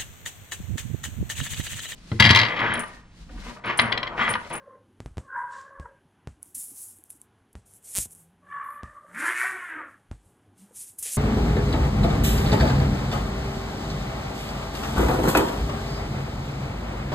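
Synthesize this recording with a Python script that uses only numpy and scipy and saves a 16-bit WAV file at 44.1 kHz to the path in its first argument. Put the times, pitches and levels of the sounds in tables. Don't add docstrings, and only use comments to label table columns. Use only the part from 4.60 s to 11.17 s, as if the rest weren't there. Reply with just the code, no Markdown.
import sys
import numpy as np
from scipy import signal
from scipy.fft import rfft, irfft, next_fast_len
from scipy.io import wavfile
from scipy.ndimage import uniform_filter1d

SR = 44100
rng = np.random.default_rng(int(sys.argv[2]) if len(sys.argv) > 2 else 0)


def inscribe(sig):
    pcm = np.round(np.clip(np.atleast_2d(sig).T, -1, 1) * 32767)
    wavfile.write(sys.argv[1], SR, pcm.astype(np.int16))


def magnitude_from_level(level_db):
    exponent = np.asarray(level_db, float) / 20
    return 10 ** exponent


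N = 289737

TAP_STARTS = [.4037, .4605, .5715, .5816, 1.1983, 1.6733, 2.9538, 3.3844, 3.458, 4.2333, 5.5139]
# pressure_drop_db, ring_hz, ring_over_drop_db, ring_t60_s
TAP_KNOCKS = [(-27.5, 75, -9, 0.072), (-28.5, 28, 1, 0.092), (-29, 65.8, 2.5, 0.075), (-24, 62, -3, 0.083),
              (-28.5, 68, -2.5, 0.14), (-28, 67, -7.5, 0.17), (-28, 61, -8, 0.134), (-24, 61, -5, 0.071),
              (-40.5, 86, -2, 0.092), (-27.5, 65, -7.5, 0.14), (-27, 76, 1, 0.065)]
# frequency_hz, level_db
SHEET_SPECTRUM = [(2350, -87), (3300, -40), (4000, -23), (4410, -19), (4840, -14), (5350, -11),
                  (6740, -2.5), (7880, 1.5), (10000, 6), (15200, -9.5), (16000, -20.5)]
# frequency_hz, level_db
DULL_SPECTRUM = [(500, 1), (1000, -8.5), (2000, 6.5), (3500, 8.5), (5500, 6), (7000, -2.5)]


def unit(x):
    return x / np.sqrt(np.mean(x ** 2))


def shape(hz, points):
    f, db = np.transpose(points)
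    return magnitude_from_level(np.interp(np.log(np.maximum(hz, 1)), np.log(f), db, left=-90, right=-90))


def colour(x, points):
    size = next_fast_len(len(x))
    hz = np.arange(size // 2 + 1) * SR / size
    return irfft(rfft(x, size) * shape(hz, points), size)[:len(x)]


def walk(count, rate):
    hold = max(int(SR / rate), 1)
    steps = np.repeat(rng.standard_normal(count // hold + 1), hold)
    return 1.252 * uniform_filter1d(uniform_filter1d(steps, hold), hold)[:count]


def decay(t, t60_s):
    return np.exp(-np.log(1000) * t / t60_s)


def span(table, fade_s):
    s, *columns = np.transpose(table)
    first, last = s[0], s[-1]
    t = np.arange(int(first * SR), min(int(last * SR), N)) / SR
    gate = np.clip(np.minimum(t - first, last - t) / fade_s, 0, 1)
    return int(first * SR), gate, [np.interp(t, s, c) for c in columns]


def stroke(s, rise_s, hold_s, fall_s, db):
    end = s + hold_s
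    return [(s - 2 * rise_s, db - 40), (s, db), (end, db), (end + 2 * fall_s, db - 40)]


def add(out, start, x):
    start = max(start, 0)
    out[start:start + len(x)] += x[:N - start]


def room(x, direct):
    t = np.arange(SR // 2) / SR
    tail = rng.standard_normal(len(t)) * decay(t, 0.31) * (t > .004)
    diffuse = signal.fftconvolve(x, tail / np.linalg.norm(tail))[:N]
    return np.sqrt(direct) * x + np.sqrt(1 - direct) * diffuse


def air():
    # frequency_hz, level_db
    tone_spectrum = [(20, -45.5), (35, -15), (60, -10), (95, -2.5), (160, -10.5), (270, -7), (560, -17),
                     (950, -16.5), (1500, -22.5), (2600, -26.5), (5500, -38), (8000, -40), (10500, -30),
                     (12500, -45), (13500, -64)]
    bed = colour(rng.standard_normal(N), tone_spectrum)
    out = np.zeros(N)
    for hz in 35 * 2. ** np.arange(9):
        octave = [(hz / 2, -60), (hz / 1.5, -6), (hz / 1.33, 0), (hz * 1.33, 0), (hz * 1.5, -6), (hz * 2, -60)]
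        unrest = min(1, (500 / hz) ** .4)
        swell_db = .8 * walk(N, 3) + 2.2 * walk(N, 16)
        out += colour(bed, octave) * magnitude_from_level(unrest * swell_db)
    return unit(out) * magnitude_from_level(-64.5)


def thuds():
    # start_s, peak_db, pitch_hz, t60_s
    landings = [(0.509, -38, 73.4, 0.09), (1.249, -44, 480, 0.058), (1.453, -48, 150, 0.06),
                (1.77, -54.5, 295, 0.13), (1.86, -54.5, 295, 0.09), (1.967, -52.5, 261, 0.095),
                (2.116, -43.5, 283, 0.051), (2.387, -53, 315, 0.084), (2.55, -51, 296, 0.06),
                (2.813, -54, 96, 0.14), (3.475, -48, 110, 0.055), (5.342, -39.5, 1690, 0.028),
                (5.66, -49, 95, 0.12), (5.877, -52, 99.3, 0.28), (6.109, -43.5, 486, 0.034),
                (6.301, -54, 105, 0.11), (6.398, -50.5, 76, 0.077), (6.454, -47.5, 450, 0.079)]
    out, t = np.zeros(N), np.arange(SR // 4) / SR
    for s, db, hz, t60_s in landings:
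        push = 1 - np.exp(-t / 0.0023)
        add(out, int(s * SR), magnitude_from_level(db) * np.sin(2 * np.pi * hz * t) * push * decay(t, t60_s))
    return out


def taps():
    # frequency_hz, level_db
    port_spectrum = [(18, -31.5), (35, -2.5), (50, 1.5), (9000, 0), (12000, -7), (14000, -26.5),
                     (16500, -42.5)]
    rattle_spectrum = [(40, -16), (100, 9.5), (400, -14.0), (1500, -22), (3000, -31.0)]
    out, t = np.zeros(N), np.arange(SR // 4) / SR
    for s, (db, ring_hz, ring_db, t60_s) in zip(TAP_STARTS, TAP_KNOCKS):
        turns = ring_hz * (t + 0.0012 * (1 - np.exp(-t / 0.0025)))
        ring = np.sin(2 * np.pi * (turns - .05)) * decay(t, t60_s) * (1 - np.exp(-t / 0.00028))
        sway = 0.23 * np.sin(2 * np.pi * 50 * t) * np.exp(-t / 0.039)
        rattle = unit(colour(rng.standard_normal(len(t)), rattle_spectrum)) * 0.19 * np.exp(-t / 0.023)
        drop = np.exp(-t / 0.00079)
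        add(out, int(s * SR), magnitude_from_level(db) * (magnitude_from_level(ring_db) * (ring + sway) + rattle - drop))
    return colour(out, port_spectrum)


def scuffs():
    # start_s (of full strength), rise_s (per 20 dB), hold_s, fall_s (per 20 dB), level_db
    drags = [(1.825, .004, .03, .1, -60), (1.865, .04, .01, .2, -56), (1.948, .003, .012, .1, -34),
             (1.975, .02, .025, .18, -36), (2.08, .1, .04, .1, -44), (2.18, .1, .04, .15, -40.5),
             (2.28, .1, .035, .07, -46.5), (2.36, .05, .003, .12, -56), (2.455, .02, .01, .07, -59),
             (2.505, .015, .003, .08, -48), (2.55, .03, .015, .04, -57), (2.6, .02, .03, .05, -64),
             (2.93, .002, .003, .01, -61), (3.145, .01, .03, .04, -54), (3.52, .05, .012, .02, -49),
             (3.555, .01, .05, .085, -54.5), (6.388, .005, .006, .07, -36.5)]
    pounces = [(3.062, .008, .07, .03, -60), (3.252, .03, .01, .1, -45), (3.275, .03, .07, .01, -42.5),
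               (3.392, .01, .04, .03, -30), (3.44, .02, .018, .008, -36.5), (6.162, .025, .02, .08, -42),
               (6.195, .05, .03, .12, -40), (6.26, .06, .04, .07, -46.5), (6.427, .003, .003, .05, -31),
               (6.45, .02, .05, .05, -36), (6.525, .1, .05, .1, -32.5)]
    shuffles = [(.788, 0.051, .003, 0.15, -67.5), (3.899, 0.097, 0.13, .05, -74),
                (4.348, 0.12, .003, 0.28, -74), (4.5, 0.37, 0.0028, 0.024, -72.5),
                (5.08, 0.19, 0.014, 0.29, -71.5), (5.3, 0.13, 0.017, 0.21, -71.5),
                (5.662, 0.078, 0.0029, 0.24, -69), (5.985, 0.03, 0.037, 0.15, -60)]
    kicks = [(4.549, .015, .01, .1, -55.5), (4.6, 0.058, 0.056, 0.088, -43.5),
             (4.659, 0.04, 0.0083, 0.21, -39.5), (4.787, 0.13, 0.031, 0.22, -41),
             (4.889, 0.12, 0.022, 0.11, -47.5), (4.96, 0.16, 0.026, 0.11, -57.5),
             (5.07, .1, 0.019, .07, -65)]
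    rubs = [(0.924, 0.035, 0.073, 0.12, -62.5), (3.362, 0.027, 0.028, .008, -48.5),
            (6.463, 0.044, 0.029, .1, -48)]
    slides = [(4.04, 0.0092, 0.13, 0.048, -56)]
    # dull_over_bright_db, tautness_scale (of the spectrum), above_13_khz_db
    grips = [
        (-27, 1.05, -5),
        (-21, 0.97, -3.5),
        (-11, 0.94, -0.5),
        (-10, 0.95, -7.5),
        (1, 0.75, -3),
        (-31, 1.47, -34),
        (-4.5, 0.82, -12),
    ]
    rustles = [(s, .001, .001, 0.11, knock[0] - 37.5) for s, knock in zip(TAP_STARTS, TAP_KNOCKS)]

    size_db = np.minimum(4.5 * rng.exponential(1, N), 8) + 0.72 * walk(N, 60)
    slips = rng.standard_normal((2, N)) * magnitude_from_level(size_db)
    edges = (1, 6500, 9000, 12000, SR / 2)
    patchy = np.zeros(N)
    for lo, hi in zip(edges, edges[1:]):
        patchy += colour(slips[0], [(lo, 0), (hi, 0)]) * magnitude_from_level(1.4 * walk(N, 45))
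    dull = unit(colour(slips[1], DULL_SPECTRUM))

    out = np.zeros(N)
    kinds = (drags, pounces, shuffles, kicks, rubs, slides, rustles)
    for strokes, (dull_db, taut, top_db) in zip(kinds, grips):
        bright = unit(colour(patchy, [(hz * taut, db) for hz, db in SHEET_SPECTRUM]))
        bright = colour(bright, [(1, 0), (12000, 0), (13000, top_db), (SR / 2, top_db)])
        low = colour(bright, [(1, 0), (5000 * .85, 0), (5000 * 1.15, -30)])
        pressure = np.zeros(N)
        for row in strokes:
            start, gate, (db,) = span(stroke(*row), fade_s=.001)
            cut = slice(start, start + len(gate))
            pressure[cut] = np.maximum(pressure[cut], gate * magnitude_from_level(db))
        firm = np.minimum(pressure / magnitude_from_level(-44.5), 1.5) ** .6
        out += pressure * (bright + (firm - 1) * low + magnitude_from_level(dull_db) * dull)
    return out


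def snaps():
    # start_s, peak_db, centre_hz, dull_over_peak_db
    creases = [(1.014, -41.7, 6200, -16), (1.8299, -21.2, 9900, -48), (1.858, -39.7, 9700, -23),
               (1.9505, -23.5, 10000, -41), (1.9817, -22.4, 10100, -40), (2.3868, -38.8, 9700, -28),
               (2.439, -30.8, 10900, -33), (2.5041, -23.2, 10100, -25), (2.5085, -28.2, 10200, -33),
               (2.5286, -38.3, 9900, -27), (2.5729, -50.1, 9500, -16), (2.6165, -28.2, 9500, -35),
               (2.9303, -46.4, 9900, -25), (3.111, -43, 10500, -28), (3.1375, -33.5, 9800, -28),
               (3.2276, -44.8, 10400, -19), (3.3397, -24.3, 10100, -27), (3.3461, -21.5, 8600, -29),
               (3.5095, -35.7, 7900, -21), (3.5505, -33.0, 9100, -33), (4.1053, -39.2, 11100, -16),
               (4.592, -36, 9500, -30), (4.777, -30, 7000, -20), (4.912, -31, 8000, -18),
               (5.9797, -50.0, 9400, -16), (6.3908, -22.1, 10500, -40), (6.4278, -17.9, 7900, -26),
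               (6.4661, -25.0, 9100, -16), (6.549, -18.0, 9600, -23)]
    # start_s, peak_db, centre_hz
    ribs = [(3.3521, -11.5, 9000), (3.3571, -9.5, 10300), (3.3623, -9.5, 8200), (3.3669, -9, 8600),
            (3.3716, -6.5, 8600), (3.3767, -10, 9000), (3.3821, -7.5, 9500), (3.3872, -6, 9400)]
    rows = [(*row, .0001) for row in creases] + [(*row, -20, .00005) for row in ribs]
    out, t = np.zeros(N), np.arange(SR // 50) / SR
    for s, db, hz, dull_db, click_s in rows:
        fuzz = rng.standard_normal((2, len(t)))
        burst = (t / click_s / 2) ** 2 * np.exp(2 - t / click_s)
        click = np.cos(2 * np.pi * hz * (t - 2 * click_s)) * burst
        tick = magnitude_from_level(dull_db) * 2.2 * np.sin(2 * np.pi * 2700 * t) * np.exp(-t / 0.0002)
        shiver = unit(colour(fuzz[0], SHEET_SPECTRUM)) + 1.6 * magnitude_from_level(dull_db) * unit(colour(fuzz[1], DULL_SPECTRUM))
        shiver *= .1 * np.exp(-t / .0007) + .025 * np.exp(-t / .006)
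        add(out, int((s - 2 * click_s) * SR), magnitude_from_level(db) * (click + tick + shiver))
    return out


def growls():
    # time_s, pitch_hz, level_db
    hums = [
        [(3.46, 153, -58), (3.48, 165.7, -63), (3.668, 163.8, -58), (3.752, 174.5, -64.5), (3.968, 178, -58.5),
         (4.002, 167, -71), (4.05, 160, -67)],
        [(5.86, 162, -62), (5.874, 169, -81.5), (5.896, 179, -73), (6.0, 192.7, -54.5), (6.042, 203, -45),
         (6.075, 199, -58), (6.2, 205, -76.5)],
    ]
    out = np.zeros(N)
    for table in hums:
        start, gate, (hz, db) = span(table, fade_s=.02)
        n = len(gate)
        phase = 2 * np.pi * np.cumsum(hz * (1 + 0.05 * walk(n, 55.2))) / SR
        hum = 0.92 * np.sin(phase) + 0.047 * np.sin(2 * phase)
        add(out, start, gate * magnitude_from_level(db + 2.5 * walk(n, 41.5)) * hum)
    return out


def meows():
    # time_s, second_partial_db, third_over_second_db
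    calls = [
        [(0.0, -59.5, -2.5), (0.14, -55.5, -30), (0.17, -62, -18), (0.27, -100, -13)],
        [(0.61, -71, -13), (0.758, -41.5, 2), (0.844, -47.5, -2.5), (0.88, -53, 9), (0.932, -44.5, -3.5),
         (1.02, -49.5, -4.5), (1.09, -57, -0.5), (1.19, -51, -6.5), (1.4, -87, 13.5)],
        [(3.82, -72, -8), (3.906, -50.5, -1), (3.926, -41, -5), (3.972, -35.5, -10), (4.118, -43, -12),
         (4.27, -51, -2.5), (4.38, -49, -32.5), (4.512, -62.5, -12), (4.58, -79.5, -7)],
        [(0.69, -68.5, 20), (0.784, -30.5, -12.5), (1.02, -63.5, -10), (1.06, -74, 4)],
        [(1.235, -70, -11), (1.259, -40.5, -11), (1.29, -74, -14)],
    ]
    # first_over_second_db (at middling effort), fourth_over_third_db, rasp (0-1)
    voices = [(-5, -28, 0.5), (-14, -30.5, 0.6), (-18.5, -17, 0.49), (-24.5, -49, 0.31), (-9.5, -29, 0.7)]
    # time_s, pitch_hz
    high_pitch = [(0, 540), (.25, 518), (.63, 555), (.72, 532), (.9, 530), (1.1, 552), (1.4, 538),
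                  (3.82, 575), (4, 562), (4.15, 575), (4.3, 588), (4.6, 590)]
    # time_s, pitch_hz
    low_pitch = [(.69, 495), (.8, 484), (1.06, 488), (1.29, 470)]
    # frequency_hz, level_db
    rasp_spectrum = [(350, -39.5), (600, -33.5), (900, 2), (1200, 8), (1700, 5), (2000, 2), (2400, -24.5),
                     (3600, -31), (4200, -43.5)]
    out = np.zeros(N)
    pitches = (high_pitch, high_pitch, high_pitch, low_pitch, low_pitch)
    for table, pitch, (first_db, fourth_db, rasp) in zip(calls, pitches, voices):
        start, gate, (db, high_db) = span(table, fade_s=0.0023)
        n, rasp = len(gate), np.clip(rasp, .2, .5)
        t = np.arange(n) / SR
        low_db = np.minimum(first_db - .94 * (db + 49.5) + 11 * (t - .3), 10)
        hz = np.interp((start + np.arange(n)) / SR, *np.transpose(pitch))
        jitter = walk(n, 300)
        jitter = jitter - uniform_filter1d(jitter, SR // 25)
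        phase = 2 * np.pi * np.cumsum(hz * (1 + .006 * walk(n, 40) + .065 * rasp * jitter)) / SR
        levels_db = (low_db, 0, high_db, *(high_db + fourth_db - 7.0 * k for k in range(3)))
        smears = (1.2, 0, .3, 2.5, 4, 5)
        tone = np.zeros(n)
        for k, (level_db, smear) in enumerate(zip(levels_db, smears), 1):
            tone += magnitude_from_level(level_db + 7 * rasp * walk(n, 90)) * np.sin(k * phase + smear * walk(n, 110))
        breath = unit(colour(rng.standard_normal(n), rasp_spectrum)) * rasp * magnitude_from_level(-2.5)
        flutter = 1 + .38 * np.cos(2 * np.pi * np.cumsum(62 * (1 + .25 * walk(n, 40))) / SR)
        add(out, start, gate * magnitude_from_level(db) * flutter * (1.596 * tone + breath))
    return room(out, direct=0.86)


def yowl():
    # time_s, pitch_hz, level_db, chest_over_level_db, mouth_opening_scale
    contour = [(4.45, 180.8, -55.5, 3, 0.94), (4.53, 177.9, -54.5, -10, 0.88), (4.548, 192, -38, -9, 1.06),
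               (4.6, 265, -33, -16.5, 1.08), (4.645, 345.2, -26, -22.5, 0.94), (4.69, 352.7, -26.5, -26, 1.07),
               (4.77, 368.4, -32, -25.5, 1.16), (4.85, 378.2, -27.5, -32.5, 1.02),
               (4.895, 380.8, -33, -38, 1.14),
               (4.925, 375, -36.5, -15.5, 0.93), (4.99, 361.3, -35.5, -20, 1.07),
            (5.02, 362.2, -37.5, -35, 0.99), (5.08, 345, -38.5, -36, 1.08), (5.11, 328.5, -38, -18, 1.09),
            (5.2, 302.6, -38, -10, 0.8), (5.245, 288.9, -46, -15, 0.82), (5.345, 264.2, -62, -10, 0.93),
            (5.38, 263.4, -64, -3, 1.3)]
    # frequency_hz, level_db
    throat_spectrum = [(250, -48.5), (470, -38), (800, -10.5), (1030, -3.5), (1490, 7), (1790, 7),
                       (2120, 1), (2550, -11), (3200, -20), (3940, -35.5), (5000, -52), (6500, -57.5),
                       (11000, -120)]
    out = np.zeros(N)
    start, gate, (hz, db, chest_db, mouth) = span(contour, fade_s=0.063)
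    n = len(gate)
    slide = uniform_filter1d(np.abs(np.gradient(np.log(hz))) * SR, SR // 30)
    rough = np.clip(.259 + .12 * slide, .26, .8)
    hz = hz * (1 + .011 * walk(n, 40) + .05 * rough * walk(n, 200))
    phase = 2 * np.pi * np.cumsum(hz) / SR
    partials = np.array([shape(k * hz / mouth, throat_spectrum) for k in range(3, 22)])
    partials /= np.sqrt(np.sum(partials ** 2, axis=0) / 2) + 1e-9
    voiced = np.zeros(n)
    for k, gain in enumerate(partials):
        wander = 1.1 * k + (.6 + .08 * k) * walk(n, 70)
        voiced += gain * magnitude_from_level(3.0 * walk(n, 50)) * np.cos((k + 3) * phase + wander)
    breath = unit(colour(rng.standard_normal(n) * (1 + np.cos(phase)), throat_spectrum))
    grate = 1 + np.clip(.45 + .3 * walk(n, 15), 0, 1) * np.cos(phase / 3)
    throat = grate * magnitude_from_level(1.02 * walk(n, 69.7)) * (np.sqrt(1 - rough) * voiced + np.sqrt(rough) * breath)
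    chest = magnitude_from_level(chest_db + 3.5 * walk(n, 70)) * np.sin(phase + .9 * walk(n, 120))
    octave_db = -24.5 + 55 * (1 - mouth) + 5 * walk(n, 90)
    octave = magnitude_from_level(octave_db) * np.sin(2 * phase + 1.7 * walk(n, 150))
    half_db = -14 + .6 * chest_db + 5 * walk(n, 30)
    half = magnitude_from_level(half_db) * np.sin(1.5 * phase + 2.5 * walk(n, 150))
    add(out, start, gate * magnitude_from_level(db) * (throat + 1.61 * chest + 1.7 * octave + half))
    return room(out, direct=0.58)


def scene():
    mono = air() + thuds() + taps() + scuffs() + snaps() + growls() + meows() + yowl()
    return np.array([mono, mono])


def roll_off(x):
    return signal.sosfilt(signal.butter(12, 16470, fs=SR, output="sos"), x)


def record(dry):
    microphone = colour(dry[0], [(1, 0), (15800, 0), (16000, -70)])
    return roll_off(np.array([microphone, microphone]))


dry = scene()
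out = record(dry)
inscribe(out)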